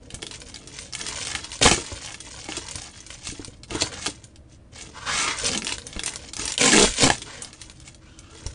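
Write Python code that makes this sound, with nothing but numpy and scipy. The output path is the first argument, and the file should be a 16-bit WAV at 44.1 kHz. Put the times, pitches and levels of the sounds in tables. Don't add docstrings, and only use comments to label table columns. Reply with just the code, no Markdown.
import sys
import numpy as np
from scipy import signal
from scipy.fft import rfft, irfft, next_fast_len
from scipy.io import wavfile
from scipy.ndimage import uniform_filter1d

SR = 44100
rng = np.random.default_rng(int(sys.argv[2]) if len(sys.argv) > 2 else 0)


def generate_wav(sig):
    pcm = np.round(np.clip(np.atleast_2d(sig).T, -1, 1) * 32767).astype(np.int16)
    wavfile.write(sys.argv[1], SR, pcm)


N = 376613
BAND_LIMIT_HZ = 10700
GRIP_ATTACK_S, GRIP_FALL_DB_PER_S = 0.038, 183
SLACKEN_DB_PER_S = 311

# t/s, length/s, crinkle level/dB, padding level/dB
GRIPS = [(0, 0.08, -57, -45.5), (0.103, 0.76, -48.5, -46.5), (0.965, 0.42, -33.5, -42),
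         (1.4, 0.5, -46.5, -55), (1.736, 0.03, -29, -34), (1.874, 0.25, -39.5, -49),
         (2.217, 0.34, -39, -48), (2.543, 0.31, -41, -49), (2.86, 0.62, -48.5, -72), (3.24, 0.29, -58, -60),
         (3.677, 0.18, -38, -37.5), (3.891, 0.17, -38, -43), (4.138, 0.12, -55, -60.5),
         (4.712, 0.18, -46, -46.5), (5.402, 0.12, -26.5, -31.5), (5.675, 0.11, -50, -43.5),
         (5.818, 0.46, -44, -46), (6.363, 0.094, -31, -37), (7.115, 0.35, -46.5, -48.5),
         (7.404, 0.53, -55, -80), (8.294, 0.22, -46.5, -49.5)]
# f/Hz, level/dB
FILM_SPECTRUM = [(240, -21), (400, -15.5), (560, 9.5), (780, 2), (1040, -0.5), (1470, -6), (1950, -4.5),
                 (4950, -2.5), (6600, 0.5), (9410, -2.5), (10500, -32.5), (13600, -64.5), (22000, -120)]
# t/s, length/s, level/dB, hollow f/Hz, full-speed scrape f/Hz
SLIDES = [(3.716, 0.032, -35, 1310, 2450), (3.912, 0.077, -49, 1320, 1520), (4.925, 0.17, -44, 1124, 1220),
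          (5.054, 0.25, -28.5, 1280, 2200), (7.251, 0.13, -44, 870, 1920), (8.0, 0.19, -57.5, 1320, 2860),
          (8.21, 0.21, -58, 1360, 3100)]
# t/s, length/s, attack/s, tear fall/(dB/s), tear level/dB, drum level/dB,
# pushed air level/dB, throat level/dB, throat start f/Hz, throat end f/Hz
PULLS = [(1.61, 0.065, 0.008, 153, -17, -28, -34, -26.5, 380, 275),
         (6.587, 0.095, 0.024, 155, -16.5, -24, -48, -29.5, 330, 320),
         (6.716, 0.12, 0.0098, 189, -16, -28, -31.5, -23.5, 200, 460),
         (6.973, 0.069, 0.082, 293, -12.5, -19.5, -32, -23, 340, 518)]


def gain_of(db):
    return 10 ** (np.asarray(db) / 20)


def unit_rms(x):
    return x / np.sqrt(np.mean(x ** 2) + 1e-20)


def steady(x, size=1500):
    return x / np.sqrt(abs(uniform_filter1d(uniform_filter1d(x ** 2, size), size)) + 1e-9)


def smooth_noise(size):
    return unit_rms(uniform_filter1d(rng.standard_normal(N), size))


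def curve_at(points, hz):
    f, value = np.transpose(points)
    return np.interp(np.log(hz + 1), np.log(f + 1), value)


def add(mix, s, sound):
    part = mix[max(round(s * SR), 0):][:len(sound)]
    part += sound[:len(part)]


def envelope(moves, attack_s, fall_db_per_s, swell_db=0):
    gain, t = np.zeros(N), np.arange(int(1.5 * SR)) / SR
    for start, length, db in moves:
        held_db = db + swell_db * (np.minimum(t / length, 1) - .5)
        fallen_db = fall_db_per_s * np.maximum(t - length, 0)
        add(gain, start, np.minimum(t / attack_s, 1) * gain_of(held_db - fallen_db))
    return gain


def colour(x, spectrum, size=4096):
    log_gain = np.log(gain_of(curve_at(spectrum, abs(np.fft.fftfreq(size, 1 / SR))).clip(-100)))
    impulse = np.fft.ifft(np.exp(np.conj(signal.hilbert(log_gain)))).real[:size // 2]
    return signal.oaconvolve(x, impulse / np.linalg.norm(impulse))[:len(x)]


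def resonate(x, hz, width_hz):
    turn = np.exp(2j * np.pi * np.cumsum(np.broadcast_to(hz, len(x))) / SR)
    pole = np.exp(-np.pi * width_hz / SR)
    for _ in range(2):
        x = 2 * (turn * signal.lfilter([1 - pole], [1, -pole], x / turn)).real
    return unit_rms(x)


def hump(x, hz, octaves):
    f = np.fft.rfftfreq(len(x), 1 / SR)
    return irfft(rfft(x) * (f < BAND_LIMIT_HZ) / (1 + (np.log2((f + 1) / hz) / octaves) ** 2), len(x))


def crackle(per_s, spread_db):
    size = gain_of(spread_db * np.minimum(rng.exponential(1, N), 2.47))
    return size * rng.choice([-1, 1], N) * (rng.random(N) < per_s / SR)


def facet(hz, decay_s, octaves, flap_db=-3, size=1024):
    flutter = np.roll(rng.standard_normal(size) * np.exp(-np.arange(size) / SR / decay_s), 16)
    flap_hz = min(hz * 2 ** rng.uniform(-.8, .6), 9000)
    flip = hump(flutter, hz, octaves) + gain_of(flap_db) * hump(flutter, flap_hz, octaves=.22)
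    return flip / np.linalg.norm(flip)


def facets(clicks, low_hz, high_hz, decay_s, octaves, count=32):
    shapes = [facet(hz, decay_s, octaves) for hz in np.geomspace(low_hz, high_hz, count)]
    out, which = np.zeros(N), rng.integers(0, count, N)
    for at in np.flatnonzero(clicks):
        add(out, at / SR, clicks[at] * shapes[which[at]])
    return out


def flexing():
    return envelope([row[:3] for row in GRIPS], GRIP_ATTACK_S, GRIP_FALL_DB_PER_S)


def sliding():
    return envelope([row[:3] for row in SLIDES], attack_s=0.03, fall_db_per_s=144)


def room_tone(level_db=-48.5):
    # f/Hz, level/dB
    spectrum = [(12, -30), (20, -11.5), (49, -7), (70, -3.5), (87, -8), (129, -7), (147, -14.5),
                (290, -17.5), (322, -11), (376, -27), (619, -22.5), (706, -31.5), (7870, -50.5),
                (9710, -45.5), (10500, -77.5), (13600, -109), (22000, -120)]
    return gain_of(level_db) * unit_rms(colour(rng.standard_normal(N), spectrum))


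def echoes(x, near_db=-5, near_t60=0.019, tail_db=-8):
    # f/Hz, t60/s
    room_t60 = [(100, 0.18), (500, 0.13), (2000, 0.09), (5000, 0.098), (10000, 0.14)]
    t = np.arange(SR // 2) / SR
    near, far = rng.choice([-1., 1.], (2, len(t))) * (rng.random((2, len(t))) < 3000 / SR)
    near *= gain_of(-60 * t / near_t60) * (t > .0012)
    hz, frame_s, bands = signal.stft(far * (t > .007), SR, nperseg=256)
    bands = bands * gain_of(-60 * frame_s / curve_at(room_t60, hz)[:, None])
    tail = signal.istft(bands, SR, nperseg=256)[1][:len(t)]
    impulse = gain_of(near_db) * near / np.linalg.norm(near)
    impulse += gain_of(tail_db) * tail / np.linalg.norm(tail)
    return signal.fftconvolve(x, impulse)[:N]


def room(x, turns_per_s=2.6):
    angle = 2 * np.pi * turns_per_s * np.arange(N) / SR
    return x + echoes(x * np.cos(angle)) + echoes(x * np.sin(angle))


def side_echoes(x):
    # f/Hz, level/dB
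    width = [(100, -60), (2700, -58), (4000, -30), (5500, -18), (7000, -10), (10000, -8)]
    size = next_fast_len(N)
    gain = gain_of(curve_at(width, np.fft.rfftfreq(size, 1 / SR)))
    return irfft(rfft(echoes(x), size) * gain, size)[:N]


def taps():
    # t/s, level/dB, contact/s (long is dull)
    touches = [(3.289, -24, 0.0056), (3.323, -27, .0018), (3.395, -22, 0.0011), (3.481, -24.5, .002)]
    # f/Hz, level/dB, t60/s
    box_modes = [(112, -9, .06), (312, 0, .036), (450, -4, .022), (750, -8, .04), (1200, -9, .025)]
    out, t = np.zeros(N), np.arange(SR // 6) / SR
    box = sum(gain_of(db - 60 * t / t60) * np.sin(2 * np.pi * hz * t) for hz, db, t60 in box_modes)
    for s, db, contact in touches:
        thud = np.convolve(box, np.sin(np.pi * t[t < contact] / contact) ** 2)
        add(out, s, gain_of(db) * thud / abs(thud).max())
    return out


def knocks(knock_db=-3, bass_below_hz=140, rise_s=0.000076, scatter=0.048):
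    # t/s, level/dB, bass boost/dB, pitch ratio
    blows = [(0.14, -61, 26, 0.93), (0.228, -34, -5, 0.98), (1.342, -56, 23.5, 0.87), (1.613, -27, 1, 1.14),
             (1.659, -20, -0.5, 0.7), (1.717, -18.5, -7, 1.05), (1.777, -28, -6, 1.1),
             (1.918, -33, 0.5, 0.93), (2.487, -28.5, -16, 0.92), (2.575, -32.5, -4.5, 1.08),
             (2.754, -42, 5.5, 1), (3.715, -32.5, -3, 1.1), (3.75, -24.5, -9, 0.99), (3.821, -23.5, -8, 1),
             (4.08, -31, -13, 0.975), (5.963, -31, 3, 0.62), (6.393, -42, 2, 0.88), (6.759, -23, -14, 0.78),
             (7.036, -28, 4, 1.4), (7.104, -34.5, 7, 1.18), (8.461, -36, 6, 0.93)]
    # f/Hz, level/dB, t60/s
    knock_modes = [(62.6, 4, 0.19), (95, 10.5, 0.084), (120, -4, 0.18), (164.5, -7, 0.041),
                   (213.3, -12, 0.093), (315, 5.5, 0.066), (452, -1.5, 0.072), (604, 3, 0.036),
                   (827, -7, 0.1), (1030, -1, 0.05)]
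    out, t = np.zeros(N), np.arange(SR // 4) / SR
    hz, mode_db, t60 = np.transpose(knock_modes)[:, :, None]
    for s, db, bass_db, pitch in blows:
        detune, phase = rng.standard_normal((2, len(hz), 1))
        decay = gain_of(mode_db + bass_db * (hz < bass_below_hz) - 60 * t / t60)
        modes = decay * np.sin(2 * np.pi * (hz * pitch * (1 + scatter * detune) * t + phase))
        add(out, s, gain_of(db + knock_db) * modes.sum(0) * (1 - np.exp(-t / rise_s)))
    return out


def pouch(padding_db=-3, waft_db=-2, sliding_db=-15, waft_lead_s=0.032, waft_s=0.097):
    # f/Hz, level/dB
    padding_spectrum = [(29, -40.5), (50, 3), (123, -2), (175, -3.5), (326, -3), (367, -14.5), (420, -3),
                        (668, -13), (1200, -33), (1560, -41), (2640, -120)]
    air_spectrum = [(15, -27.0), (40, 14.0), (80, 3.5), (160, -18.5), (500, -77.0)]
    bumps = unit_rms(steady(colour(crackle(per_s=740, spread_db=0.5), padding_spectrum), size=3000))
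    air = unit_rms(steady(colour(rng.standard_normal(N), air_spectrum)))
    grips = [(s, length, db) for s, length, _, db in GRIPS]
    handling = envelope(grips, GRIP_ATTACK_S, GRIP_FALL_DB_PER_S) + gain_of(sliding_db) * sliding()
    wafts = [(s + length - waft_lead_s, waft_s, db) for s, length, _, _, _, _, db, *_ in PULLS]
    swing = envelope(wafts, attack_s=0.013, fall_db_per_s=270)
    return gain_of(padding_db) * handling * bumps + gain_of(waft_db) * swing * air


def finger_drag(drag_db=-1):
    # t/s, length/s, level/dB
    drags = [(5.49, 0.019, -29), (5.542, 0.028, -31.5), (5.618, 0.015, -36)]
    boom = resonate(crackle(per_s=680, spread_db=4.5), hz=205, width_hz=190)
    pressure = envelope(drags, attack_s=0.0085, fall_db_per_s=332)
    return gain_of(drag_db) * pressure * unit_rms(steady(boom, size=900))


def brief_rings():
    # t/s, length/s, level/dB, f/Hz, width/Hz
    rings = [(3.8, 0.018, -30, 4470, 500), (5.42, 0.014, -36, 474, 160), (8.138, .36, -65, 1380, 110)]
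    out = np.zeros(N)
    for start, length, db, hz, width_hz in rings:
        note = resonate(rng.standard_normal(N), hz, width_hz)
        out += envelope([(start, length, db)], attack_s=0.01, fall_db_per_s=260) * note
    return out


def slides(grit_db=-3, hollow_db=-11, scrape_db=-5, catch_db=1.5, fastest_share=0.76):
    # f/Hz, level/dB
    hiss_spectrum = [(300, -12), (600, -11.5), (850, -10.5), (1100, -4), (1500, -6.5), (2400, -9),
                     (3200, -7.5), (4500, -9), (7000, -12), (9700, -19.5), (10300, -43)]
    grit = unit_rms(crackle(per_s=900, spread_db=3))
    rub = rng.standard_normal(N) + gain_of(grit_db) * grit
    rub *= gain_of(catch_db * smooth_noise(500))
    t = np.arange(N) / SR
    hollow_hz = np.interp(t, [s + length / 2 for s, length, *_ in SLIDES], [row[3] for row in SLIDES])
    scrape_hz = hollow_hz.copy()
    for s, length, _, rest_hz, top_hz in SLIDES:
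        speed = np.sin(np.pi / 2 * np.clip((t - s) / (fastest_share * length), 0, 2))
        scrape_hz += (top_hz - rest_hz) * speed
    hollow = gain_of(hollow_db) * resonate(rub, hollow_hz, width_hz=480)
    scrape = gain_of(scrape_db) * resonate(rub, scrape_hz, width_hz=900)
    return sliding() * (unit_rms(colour(rub, hiss_spectrum)) + hollow + scrape)


def crinkle(crinkle_db=-1, hiss_db=-13, clump_db=3):
    clicks = crackle(per_s=900, spread_db=1.0)
    grains = facets(clicks, low_hz=1360, high_hz=8700, decay_s=0.0011, octaves=0.57, count=40)
    film = colour(steady(grains, size=3000) + gain_of(hiss_db) * rng.standard_normal(N), FILM_SPECTRUM)
    clumps = gain_of(clump_db * unit_rms(uniform_filter1d(smooth_noise(600), 200)))
    return gain_of(crinkle_db) * flexing() * unit_rms(film * clumps)


def scrunches(scrunch_db=-3):
    # middle t/s, level/dB, half length/s, centre f/Hz
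    squeezes = [(0.346, -33.5, 0.032, 3780), (0.797, -38, 0.15, 5000), (0.966, -37, 0.02, 6450),
                (1.235, -28.5, 0.066, 6500), (1.367, -35, 0.024, 5000), (1.546, -32.5, 0.05, 5400),
                (1.736, -19.5, 0.027, 4500), (2.534, -38, 0.056, 1800), (2.584, -34, 0.025, 4500),
                (2.788, -31.5, 0.018, 6000), (3.129, -37.5, 0.058, 4230), (3.284, -31.5, 0.084, 5460),
                (3.816, -20.5, 0.023, 4800), (4.065, -30, 0.081, 4190), (4.528, -52.5, 0.059, 4970),
                (4.811, -34.5, 0.041, 3980), (5.195, -22, 0.11, 5000), (5.394, -25.5, 0.041, 5200),
                (5.465, -19.5, 0.05, 4500), (5.707, -28.5, 0.088, 3700), (6.081, -26, 0.037, 5170),
                (6.417, -26.5, 0.01, 5000), (6.501, -27.5, 0.026, 4940), (6.99, -22, 0.053, 5560),
                (7.129, -27, 0.058, 5000), (7.63, -44.5, 0.076, 4800), (7.873, -40.5, 0.035, 5900)]
    clicks = crackle(per_s=1300, spread_db=6.0)
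    grains = facets(clicks, low_hz=1470, high_hz=9150, decay_s=0.001, octaves=0.92)
    film = colour(steady(grains, size=700), FILM_SPECTRUM)
    out = np.zeros(N)
    for s, db, half_s, hz in squeezes:
        part = film[max(round((s - half_s) * SR), 0):round((s + half_s) * SR)]
        swell = unit_rms(hump(part, hz, octaves=2.76)) * np.hanning(len(part))
        add(out, s - half_s, gain_of(db + scrunch_db) * swell)
    return out


def small_creases(per_s=20, spread_db=0.5, centre_hz=3900, octaves=0.7, decay_s=0.0016, ring_db=-6):
    at = np.flatnonzero(rng.random(N) < per_s / SR)
    softness, pitch = rng.standard_normal((2, N))[:, at]
    levels_db = 20 * np.log10(flexing()[at] + 1e-9) - spread_db * softness
    pitches_hz = np.minimum(centre_hz * 2 ** (octaves * pitch), BAND_LIMIT_HZ)
    return [(s, db, hz, decay_s, hz, ring_db) for s, db, hz in zip(at / SR, levels_db, pitches_hz)]


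def snaps(snap_db=14.5, ring_s=0.0011, avalanche_db=-8, avalanche_s=0.0068, avalanche_per_s=900):
    # t/s, level/dB, centre f/Hz, decay/s, ring f/Hz, ring level/dB against the crack
    large_creases = [(0.104, -29.5, 3460, 0.0023, 3300, -14), (0.144, -22.5, 6000, 0.0056, 5080, -15),
                     (0.221, -26, 4400, 0.0015, 5300, 4), (0.228, -21.5, 4450, 0.00095, 3350, -3),
                     (0.267, -22.5, 5360, 0.0011, 3270, -15), (0.311, -23.5, 4170, 0.0042, 3420, -9),
                     (0.403, -31, 6430, 0.0014, 9170, -7), (0.418, -27.5, 4500, 0.002, 4600, -4),
                     (0.486, -34, 5500, 0.0047, 9110, -8), (0.543, -26.5, 4870, 0.0031, 4800, 1),
                     (0.56, -26, 4270, 0.0016, 4070, -11), (0.674, -28.5, 5300, 0.0033, 5620, -14),
                     (0.788, -22, 3960, 0.0025, 3400, -9), (0.926, -26, 5400, 0.0015, 5960, 1),
                     (0.935, -20.5, 5360, 0.0023, 5350, 2), (0.951, -19, 5350, 0.0013, 3000, -8),
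                     (0.992, -25, 6500, 0.0015, 7690, -7), (1.014, -19, 4370, 0.0009, 6260, -5),
                     (1.066, -20, 4500, 0.00097, 7400, -3), (1.086, -20, 4830, 0.0016, 4220, -9),
                     (1.094, -28, 4200, 0.0022, 5510, -5), (1.213, -20.5, 3380, 0.0046, 2970, 0),
                     (1.271, -17.5, 4800, 0.0004, 6760, -7), (1.315, -44, 5500, 0.0015, 2020, -2),
                     (1.351, -13.5, 3050, 0.002, 3000, -4.5), (1.411, -34, 5500, 0.0017, 6960, -7),
                     (1.444, -21.5, 3680, 0.003, 4480, -3), (1.505, -33, 5500, 0.0015, 4330, -6),
                     (1.518, -23.5, 4060, 0.0012, 3530, -9), (1.591, -28, 4500, 0.0017, 4350, -5),
                     (1.631, -5.5, 3770, 0.00067, 3500, -3), (1.65, -11, 4500, 0.0005, 2220, -12),
                     (1.864, -27, 4500, 0.0035, 3880, -7), (1.963, -34.5, 5130, 0.0033, 4410, -6),
                     (2.05, -26.5, 5000, 0.002, 3700, -9), (2.06, -25, 5200, 0.0017, 5900, -4),
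                     (2.075, -28, 4100, 0.0027, 2900, 3), (2.106, -30, 3300, 0.0013, 2170, -8),
                     (2.144, -25.0, 3930, 0.003, 2840, -12), (2.204, -23.5, 5900, 0.0035, 6740, -1),
                     (2.363, -31, 5000, 0.00048, 4800, -2), (2.443, -28, 5000, 0.001, 5800, 0),
                     (2.488, -28, 2700, 0.0031, 2010, 1), (2.522, -21.0, 2620, 0.001, 2900, 9),
                     (2.568, -17.5, 4530, 0.0043, 7490, -6), (2.668, -38, 5000, 0.001, 5250, -6),
                     (2.686, -24.5, 5600, 0.0022, 5620, -4), (2.711, -23.5, 5770, 0.0028, 6740, -2),
                     (2.756, -19.5, 6550, 0.0022, 8300, -11), (2.819, -26.5, 5800, 0.0019, 6550, -3),
                     (2.838, -40, 4630, 0.0017, 3250, -9), (3.005, -29.5, 6800, 0.0029, 6150, 6),
                     (3.065, -28, 6250, 0.0055, 6270, -5), (3.104, -27.5, 3600, 0.002, 3080, -4),
                     (3.271, -20, 5200, 0.002, 3870, -5), (3.447, -25, 5560, 0.00053, 4780, -11),
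                     (3.634, -29, 4960, 0.0017, 4100, -3), (3.707, -23.5, 2720, 0.0026, 2170, -12),
                     (3.754, -21.5, 5500, 0.0017, 6840, -3), (3.812, -26, 4500, 0.0032, 4230, -2),
                     (3.821, -7, 5000, 0.0016, 4430, 1.5), (4.061, -16.0, 3600, 0.0007, 3140, -13),
                     (4.066, -11.5, 4400, 0.0008, 3360, -2.5), (4.241, -32.5, 5800, 0.0017, 6640, -2.5),
                     (4.359, -38.0, 4670, 0.0014, 4630, -2.5), (5.485, -21.5, 6080, 0.0015, 4930, -9),
                     (5.516, -18, 3800, 0.0023, 4800, 4), (5.533, -15.5, 4000, 0.0015, 4300, -6),
                     (5.548, -17.0, 3050, 0.0037, 3020, -8), (5.576, -13, 5260, 0.00093, 6460, -2),
                     (5.621, -20, 3460, 0.0008, 2450, 1), (5.647, -18.5, 4950, 0.0012, 3950, -12),
                     (5.669, -15.5, 3180, 0.00043, 3800, -10), (5.678, -20.5, 4070, 0.0022, 5100, -11),
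                     (5.693, -20, 3480, 0.00079, 3880, -14), (5.723, -15, 3720, 0.0016, 2760, -2.5),
                     (5.783, -23, 3400, 0.00084, 1670, -7), (5.819, -31, 3500, 0.0009, 3960, 5),
                     (5.868, -21.5, 6800, 0.0009, 6350, 1), (5.929, -27, 3400, 0.0024, 3440, 3),
                     (5.965, -29, 1860, 0.0011, 4200, -8), (5.994, -18, 3600, 0.0017, 3510, -7),
                     (6.01, -34, 5000, 0.0007, 5680, -5), (6.035, -17, 7000, 0.0025, 2230, -7),
                     (6.061, -13, 6200, 0.0016, 7690, -5), (6.079, -25, 4300, 0.00088, 2000, 2),
                     (6.137, -26, 6500, 0.0022, 2050, -7), (6.159, -20.5, 6530, 0.0003, 5580, -4),
                     (6.334, -21.5, 5600, 0.0036, 4540, -12), (6.354, -31, 6000, 0.0013, 6030, 1),
                     (6.367, -18.5, 4800, 0.0014, 6100, -1), (6.395, -20.5, 5130, 0.0008, 6550, 2),
                     (6.431, -28, 6540, 0.0024, 7320, 8), (6.455, -16.5, 6750, 0.0012, 5830, -19),
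                     (6.478, -15, 4260, 0.0029, 8150, -21), (6.521, -15, 4880, 0.0018, 6930, -7),
                     (6.54, -21, 4760, 0.0015, 6750, -11), (6.579, -10.5, 3700, 0.0012, 2980, -2),
                     (6.72, -8.5, 3500, 0.0028, 7320, -9), (6.939, -19.0, 5540, 0.0015, 6350, -6),
                     (7.182, -26, 5500, 0.0017, 6300, -1), (7.218, -21.5, 5300, 0.0071, 4300, -15),
                     (7.422, -21, 8000, 0.001, 8900, -7), (7.447, -26.5, 5470, 0.0011, 4840, -3),
                     (7.53, -29.5, 4500, 0.0012, 4180, 0), (7.616, -26, 4670, 0.0027, 4050, -11),
                     (7.698, -30.5, 3960, 0.0021, 4330, -7), (7.801, -34.5, 5530, 0.0015, 6760, -2),
                     (7.877, -31, 6040, 0.0066, 7040, 3), (7.946, -35.5, 6240, 0.0029, 4480, -3),
                     (8.19, -31.5, 6300, 0.0013, 6360, -5), (8.465, -21, 5060, 0.0021, 5710, 7)]
    # f/Hz, level/dB
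    spectrum = [(100, -25.5), (320, 10.5), (650, 6), (1100, 5.5), (2200, 2), (5000, 0), (8000, -0.5),
                (9700, 4.5), (10500, -12.5)]
    out, t = np.zeros(N), np.arange(SR // 20) / SR
    for s, db, hz, decay_s, ring_hz, ring_db in list(large_creases) + small_creases():
        clicks = rng.standard_normal(len(t)) * (rng.random(len(t)) < avalanche_per_s / SR)
        clicks *= (t > .002) * np.exp(-t / avalanche_s)
        clicks /= np.linalg.norm(clicks) + 1e-9
        ring = np.sin(2 * np.pi * ring_hz * t) * np.exp(-t / ring_s)
        size = gain_of(db + snap_db) / np.hypot(1, gain_of(ring_db))
        add(out, s - .0004, size * facet(hz, decay_s, octaves=1.15, flap_db=-4.5))
        add(out, s, size * gain_of(ring_db) * ring / np.linalg.norm(ring))
        avalanche = signal.fftconvolve(clicks, facet(hz, decay_s=0.0037, octaves=2.1))
        add(out, s, gain_of(db + snap_db + avalanche_db) * avalanche)
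    return colour(out, spectrum)


def pop(hz, crack_db, crack_boost_db=8, ring_s=0.0012, overtone_ratio=1.9, overtone_db=-3):
    crack = facet(hz=3120, decay_s=0.0015, octaves=1.0)
    t = np.arange(len(crack)) / SR
    phase = 2 * np.pi * hz * t
    ring = np.sin(phase) + gain_of(overtone_db) * np.sin(phase * overtone_ratio)
    return gain_of(crack_db + crack_boost_db) * crack - ring * np.exp(-t / ring_s)


def seal_pops():
    # t/s, level/dB, ring f/Hz, crack level/dB
    spots = [(1.6158, -7, 336, -16), (1.655, -0.5, 500, -4), (1.662, 2.5, 1080, -2), (1.675, -5.5, 910, 1),
             (1.713, -5.5, 422, 8), (6.781, -4, 1900, -9), (7.075, -6.5, 515, -1), (7.1018, -0.5, 900, 0)]
    out = np.zeros(N)
    for s, db, hz, crack_db in spots:
        add(out, s, gain_of(db) * pop(hz, crack_db))
    return out


def zips(bridge_hz=353, spread_db=3.0, octaves=0.46, jitter=.06):
    # t/s, length/s, bridges/(1/s), level/dB
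    runs = [(6.624, .055, 190, -35), (6.738, .112, 208, -12), (7.027, .045, 165, -11)]
    out = np.zeros(N)
    for start, length, per_s, db in runs:
        for s in np.arange(start, start + length, 1 / per_s):
            late, size, pitch = rng.standard_normal(3)
            bridge = pop(bridge_hz * 2 ** (octaves * pitch), crack_db=-9)
            add(out, s + jitter * late / per_s, gain_of(db + spread_db * size) * bridge)
    return out


def throat(plucks, throat_db=-1, rasp_db=-2, rasp_ratio=7.5):
    out, t = np.zeros(N), np.arange(SR // 2) / SR
    for s, length, attack, *_, db, first_hz, last_hz in PULLS:
        hz = np.interp(t, [0, length], [first_hz, last_hz])
        drive = plucks[round(s * SR):][:len(t)]
        air = steady(resonate(drive, hz, width_hz=290))
        lip = steady(resonate(drive, hz * rasp_ratio, width_hz=900))
        fallen_db = SLACKEN_DB_PER_S * np.maximum(t - length, 0)
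        gain = np.minimum(t / attack, 1) * gain_of(db + throat_db - fallen_db)
        add(out, s, gain * (air + gain_of(rasp_db) * lip))
    return out


def drumming(plucks, drum_db=-1, tauten_db=6):
    # f/Hz, level/dB
    spectrum = [(35, -39), (60, -14), (232, 1.5), (386, 2.5), (524, 0), (684, -6), (764, -2), (951, -8.5),
                (1040, 4), (1100, -3), (1430, -37), (2420, -120)]
    tautness = sum(envelope([(s, length, db)], attack, SLACKEN_DB_PER_S, tauten_db)
                   for s, length, attack, _, _, db, *_ in PULLS)
    return gain_of(drum_db) * tautness * unit_rms(steady(colour(plucks, spectrum)))


def rips(tear_db=-1, edge_db=-10, slips_per_s=210, jitter=.4, spray_s=.002, between_slips=0.11):
    # f/Hz, level/dB
    spectrum = [(290, -32), (500, -2.5), (688, -16), (957, -8), (1030, -16), (1280, -6), (2110, -4.5),
                (4710, -3.5), (5140, -5), (7170, -0.5), (9360, -6), (9850, -9), (10500, -42.5),
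                (13600, -80), (22000, -120)]
    slip_rate = slips_per_s * np.exp(jitter * smooth_noise(200))
    slips = np.diff(np.floor(np.cumsum(slip_rate) / SR), prepend=0)
    slips *= gain_of(3.1 * rng.standard_normal(N))
    spray = signal.lfilter([1], [1, -np.exp(-1 / (spray_s * SR))], slips)
    cracks = steady((between_slips + spray) * crackle(per_s=11000, spread_db=-9.5), size=700)
    edge = steady(facets(slips, low_hz=1240, high_hz=7330, decay_s=0.0045, octaves=0.19), size=700)
    tear = unit_rms(colour(cracks + gain_of(edge_db) * edge, spectrum))
    plucks = unit_rms(slips - slips.mean()) + 0.96 * unit_rms(cracks)
    pulling = np.max([envelope([(s, length, db)], attack, fall)
                      for s, length, attack, fall, db, *_ in PULLS], axis=0)
    return gain_of(tear_db) * pulling * tear + drumming(plucks) + throat(plucks)


def scene(hands_db=-2):
    creasing = snaps() + crinkle() + scrunches()
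    tearing = rips() + seal_pops() + zips()
    touching = slides() + brief_rings() + finger_drag()
    bumping = pouch() + knocks() + taps()
    hands = gain_of(hands_db) * (creasing + tearing + touching + bumping)
    mid = room(hands) + room_tone()
    side = side_echoes(hands)
    return np.array([mid + side, mid - side])


def record(dry):
    clipped = np.clip(dry, -.78, .78)
    lowpass = signal.firwin(301, BAND_LIMIT_HZ, window=("kaiser", 8), fs=SR)
    return signal.oaconvolve(clipped, lowpass[None], "same")


dry = scene()
out = record(dry)
generate_wav(out)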